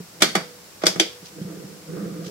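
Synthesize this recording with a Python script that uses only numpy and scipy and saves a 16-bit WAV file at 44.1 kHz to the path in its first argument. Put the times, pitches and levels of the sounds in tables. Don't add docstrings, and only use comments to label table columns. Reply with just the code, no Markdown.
import sys
import numpy as np
from scipy import signal
from scipy.fft import rfft, irfft, next_fast_len
from scipy.io import wavfile
from scipy.ndimage import uniform_filter1d

SR = 44100
rng = np.random.default_rng(int(sys.argv[2]) if len(sys.argv) > 2 else 0)


def materialize(psi):
    bounded = np.clip(np.atleast_2d(psi).T, -1, 1)
    quanta = np.round(bounded * 32767).astype(np.int16)
    wavfile.write(sys.argv[1], SR, quanta)


N = 101430

# (frequency [Hz], level [dB])
RATTLE_COLOUR = [(100, -16.5), (190, 4.5), (250, -6), (340, -2), (680, 2.5), (980, 0), (1350, 6.5),
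                 (1800, 4.5), (2200, 7), (2700, -2), (3400, 6), (4100, -3.5), (4900, -0.5), (7000, -1),
                 (15000, 1)]
LEFT_RIGHT = np.array([[1], [-1]])


def undb(db):
    return 10 ** (np.asarray(db) / 20)


def unit(x):
    return x / np.sqrt(np.mean(x ** 2))


def colour(x, points):
    hz, db = np.array(points, float).T
    size = 2 * next_fast_len(x.shape[-1])
    half = size // 2
    f = np.maximum(np.arange(half + 1) * SR / size, 1)
    log_gain = np.log(undb(np.interp(np.log(f), np.log(hz), db)))
    cepstrum = irfft(log_gain)
    cepstrum[1:half] *= 2
    cepstrum[half + 1:] = 0
    response = np.exp(rfft(cepstrum))
    return irfft(rfft(x, size) * response)[..., :x.shape[-1]]


def stereo_noise(size):
    # (frequency [Hz], level [dB])
    side_width = [(60, -6), (190, -9.5), (380, -4), (700, -1.5), (1300, -1.5), (2400, 0), (15000, 0.5)]
    mid, side = rfft(rng.standard_normal((2, size)))
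    hz, db = np.array(side_width).T
    width = undb(np.interp(np.arange(len(mid)) * SR / size, hz, db))
    left_right = np.array([mid + width * side, mid - width * side])
    return irfft(left_right / np.sqrt(1 + width ** 2), size)


def decay(t, t60):
    return np.exp(-np.log(1000) * t / t60)


def fade(t, t60):
    return decay(t, t60) * np.sqrt(2 * np.log(1000) / t60 / SR)


def ring(modes, t, spread, lag=0):
    out = 0
    for (hz, db, t60), (a, b) in zip(modes, rng.standard_normal((len(modes), 2))):
        side_phase = spread * np.sign(b) - np.pi * hz * lag
        phase = np.pi * a + side_phase * LEFT_RIGHT
        gain = undb(db) * 2 * np.log(1000) / t60 / SR
        out = out + gain * decay(t, t60) * np.sin(2 * np.pi * hz * t + phase)
    return out


def shelf_ring(t):
    # (frequency [Hz], spectral level [dB], t60 [s])
    shelf_modes = [(156, 4, 0.31), (173.3, 3.5, 0.25), (199.7, 5, 0.21), (312.8, 7, 0.17), (328, 8, 0.079),
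                   (357, 3.5, 0.1), (439.7, -2, 0.44), (485.5, 2, 0.11), (522, -4.5, 0.062),
                   (638, 11, 0.096), (799.5, 8, 0.11)]
    spread_rad, left_lag_s = 0.052, 0.0002
    return ring(shelf_modes, t, spread_rad, left_lag_s)


def add(out, x, start):
    i = max(int(start * SR), 0)
    out[:, i:i + x.shape[1]] += x[:, :N - i]


def steady(x, window_s=0.025, evenness=0.8):
    power = uniform_filter1d(np.mean(x ** 2, axis=0), int(window_s * SR))
    floor = power.mean() / 20
    return unit(x / (power + floor) ** (evenness / 2))


def hiss(level_db=-45.5):
    # (frequency [Hz], level [dB])
    hiss_colour = [(25, -22), (60, -2), (110, 6), (180, 3), (245, 1.5), (370, 4), (480, 3), (2000, -2.5),
                   (3500, -4.5), (5400, -0.5), (6500, -4), (7400, -3), (9000, -6.5), (15500, -9)]
    return undb(level_db) * unit(colour(stereo_noise(N), hiss_colour))


def bump_bursts(bumps, t60):
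    tail = np.arange(SR // 2) / SR
    power = signal.fftconvolve(bumps ** 2, fade(tail, t60) ** 2)[:N]
    return stereo_noise(N) * np.sqrt(np.abs(power))


def rolling():
    # (time [s], level [dB])
    push_points = [(0, -35), (.04, -75), (.2, -48), (1.205, -77), (1.232, -41), (1.265, -58), (1.35, -48.5),
                   (1.385, -37), (1.435, -41.5), (1.5, -36), (1.6, -39.5), (1.72, -43.5), (1.79, -48),
                   (1.86, -50), (1.89, -35), (2.04, -31), (2.15, -36), (2.22, -35), (2.3, -39)]
    # (frequency [Hz], level [dB])
    rumble_colour = [(50, -23), (115, -12.5), (165, 3), (205, 1.5), (250, -13.5), (310, 0.5), (345, -1.5),
                     (380, -5.5), (430, -3.5), (520, -5), (580, -26), (632, -34.5), (675, -14), (740, -37),
                     (1000, -40), (4000, -45)]
    # (frequency [Hz], level [dB])
    grit_colour = [(100, -12), (400, 2), (680, 3.5), (900, -15.5), (1200, 6.5), (1450, 4.5), (1900, -5),
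                   (3000, -15), (12000, -47)]
    bumps_per_s, scatter_db = 730, 3.5
    thud_db, thud_t60_s = -2.5, 0.051
    rumble_db, grit_db, grit_t60_s = 1, -14, 0.07
    grit_growth = 1.35

    t, tail = np.arange(N) / SR, np.arange(SR // 2) / SR
    push = undb(np.interp(t, *np.array(push_points).T))
    bumps = (rng.random(N) < bumps_per_s / SR) * undb(scatter_db * rng.standard_normal(N))

    signed_bumps = bumps * rng.choice([-1, 1], (1, N))
    ringing = signal.fftconvolve(signed_bumps, shelf_ring(tail))[:, :N]
    thuds = undb(thud_db) * colour(bump_bursts(bumps, thud_t60_s), RATTLE_COLOUR)
    rumble = undb(rumble_db) * steady(colour(ringing + thuds, rumble_colour))

    grit = undb(grit_db) * unit(colour(bump_bursts(bumps, grit_t60_s), grit_colour))
    return push * (rumble + grit * (push / push.max()) ** (grit_growth - 1))


def knocks():
    # (time [s], level [dB])
    knock_events = [(0.0, -28), (1.412, -22.5), (1.449, -25), (1.642, -28), (1.93, -33.5), (1.966, -29.5),
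                    (2.025, -31), (2.059, -25.5), (2.119, -26), (2.188, -32), (2.265, -29)]
    # (frequency [Hz], level [dB])
    knock_colour = [(70, -29), (170, 4.5), (320, -9), (600, -22), (3000, -13)]
    bounce_hz, swell_s, ring_db, ring_rise_s = 177.5, 0.0075, 35, 0.0088
    out, t = np.zeros((2, N)), np.arange(SR // 2) / SR
    swell = (t / swell_s * np.exp(1 - t / swell_s)) ** 2
    bounce = swell * np.sin(2 * np.pi * bounce_hz * t)
    for start, db in knock_events:
        rings = colour(shelf_ring(t) * np.minimum(t / ring_rise_s, 1), knock_colour)
        add(out, undb(db) * (bounce + undb(ring_db) * rings), start)
    return out


def buttons():
    # (time [s], rise [s], then levels [dB] of thump, body, knock, snap, ring, tick)
    contacts = [(0.204, 0.0095, 14, 4.2, 2, 0, 5, -4), (0.2194, 0.0037, 21, 26.1, 18, 22.5, 24.5, 17.5),
                (.351, 0.0036, 20, 22, 16.5, 11.5, 15, 7), (0.816, 0.0091, -4, 2.7, -0.5, -7, -2, -21),
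                (0.8355, 0.001, 15, 20.9, 9, -1.5, 4.5, -16), (0.8547, 0.0057, 10, 1.3, 0, 7, 11, 3),
                (.8652, 0.0024, 4, 25.4, 12, 15.5, 23.5, 13.5),
                (0.957, 0.0064, 16.5, 15.4, -1.5, -6, -19, -11),
                (0.9968, 0.0031, 6.5, 24.8, 6.5, 20.5, 20.5, 9)]
    bands_hz = [170, 380, 1200, 3200, 5200, 9500]
    # (frequency [Hz], spectral level [dB], t60 [s])
    case_modes = [(1166, 9.5, 0.19), (1302, 9, 0.18), (1367, -6, 0.16), (1502, 10.5, 0.18),
                  (2126, 9.5, 0.049), (2387, 10.5, 0.16), (3085, -5, 0.17), (3510, 12, 0.054),
                  (4880, -4, 0.14), (4650, 11, 0.17)]
    # (frequency [Hz], level [dB])
    room_colour = [(100, 14), (400, 3), (1500, -1), (5000, 1.5), (9000, -5), (15000, -0.5)]
    crack_db, crack_t60_s = -4, 0.034
    rattle_db, rattle_t60_s = -3, 0.1
    room_db, room_t60_s, room_rise_s = -6, 0.34, 0.0093
    case_spread_rad = 0.78

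    out, t = np.zeros((2, N)), np.arange(SR // 2) / SR
    dense_fade = undb(crack_db) * fade(t, crack_t60_s) + undb(rattle_db) * fade(t, rattle_t60_s)
    room_fade = undb(room_db) * fade(t, room_t60_s) * np.minimum(t / room_rise_s, 1)
    for start, rise, *band_db in contacts:
        dense = stereo_noise(len(t)) * dense_fade
        room = colour(stereo_noise(len(t)), room_colour) * room_fade
        hit = colour(dense + room, RATTLE_COLOUR)
        hit = hit + shelf_ring(t) + ring(case_modes, t, case_spread_rad)
        low_end, high_end = (92, band_db[0] - 14.5), (14700, band_db[-1] - 15)
        tone = [low_end, *zip(bands_hz, band_db), high_end]
        add(out, colour(hit * np.minimum(t / rise, 1), tone), start)
    return out


def snaps():
    stroke_times = [0.2212, 0.3515, 0.8361, 0.8678, 0.9975]
    # (frequency [Hz], level [dB], t60 [s], left minus right [dB])
    stroke_modes = [
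        [(393, -21, 0.15, 2), (1262, -19.5, .14, -4), (2420, -27, .14, 9), (3443, -10.5, 0.077, 5),
         (4040, -18, .1, -4), (4450, -22, 0.3, -5)],
        [(657, -27, 0.18, 2), (1555, -20, 0.041, -10), (2020, -27.5, 0.17, 0), (2255, -22, 0.11, -4),
         (4590, -30, 0.27, -8)],
        [(1118, -12, 0.012, -3)],
        [(333, -20, 0.089, -6), (4764, 6.5, 0.0084, 2), (4880, -26.5, 0.17, -9), (5255, -17.5, 0.11, 6)],
        [(330, -15.5, .16, -2.5), (2450, -30.5, 0.19, -9), (3174, -21, 0.17, -5), (3350, -15.5, 0.051, 17),
         (4670, -19, 0.09, -4), (6000, -8.5, 0.037, 2)],
    ]
    rise_cycles = 2.2
    spread_rad, full_spread_hz = 0.76, 1800
    out, t = np.zeros((2, N)), np.arange(SR // 3) / SR
    for start, modes in zip(stroke_times, stroke_modes):
        for hz, db, t60, pan_db in modes:
            phase = LEFT_RIGHT * spread_rad * min(hz / full_spread_hz, 1)
            swing = np.sin(2 * np.pi * hz * t - phase)
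            rise = 1 - np.exp(-(hz * t / rise_cycles) ** 2)
            gain = undb(db + LEFT_RIGHT * pan_db / 2)
            add(out, gain * swing * rise * decay(t, t60), start)
    return out


def lingering():
    # (time [s], level before rise and decay [dB])
    linger_events = [(.353, -29.5), (.998, -30.5)]
    hz, t60_s, rise_s = 489, 0.63, 0.18
    out, t = np.zeros((2, N)), np.arange(SR) / SR
    tone = np.sin(2 * np.pi * hz * t) * np.minimum(t / rise_s, 1) * decay(t, t60_s)
    for start, db in linger_events:
        add(out, undb(db) * tone[None], start)
    return out


def fingers():
    # (time [s], width [s], level [dB])
    brush_events = [(1.271, 0.018, -43.5), (1.424, .005, -48), (2.268, 0.017, -39.5)]
    # (frequency [Hz], level [dB])
    brush_colour = [(200, -35), (1500, -3), (3000, 5), (6000, 7), (9000, -10.5), (15000, -11)]
    grain_db, grain_s = 3, 0.0044
    t = np.arange(N) / SR
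    touch = sum(undb(db) * np.exp(-.5 * ((t - at) / width) ** 2) for at, width, db in brush_events)
    slow_noise = unit(uniform_filter1d(rng.standard_normal(N), int(grain_s * SR)))
    grain = undb(grain_db * slow_noise)
    return touch * unit(colour(grain * stereo_noise(N), brush_colour))


def scene(pan_edge_hz=1600, low_pan_db=-2.24):
    background = hiss()
    trackball = rolling() + knocks() + buttons() + snaps() + lingering() + fingers()
    placed = []
    for x, side in zip(trackball, (1, -1)):
        pan = [(pan_edge_hz / 2, side * low_pan_db / 2), (pan_edge_hz * 2, 0)]
        placed.append(colour(x, pan))
    return np.array(placed) + background


def record(dry, ceiling=1.29, top_hz=15800):
    rounded = ceiling * np.tanh(dry / ceiling)
    low_pass = signal.ellip(14, .2, 70, top_hz, fs=SR, output="sos")
    return signal.sosfilt(low_pass, rounded)


dry = scene()
out = record(dry)
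materialize(out)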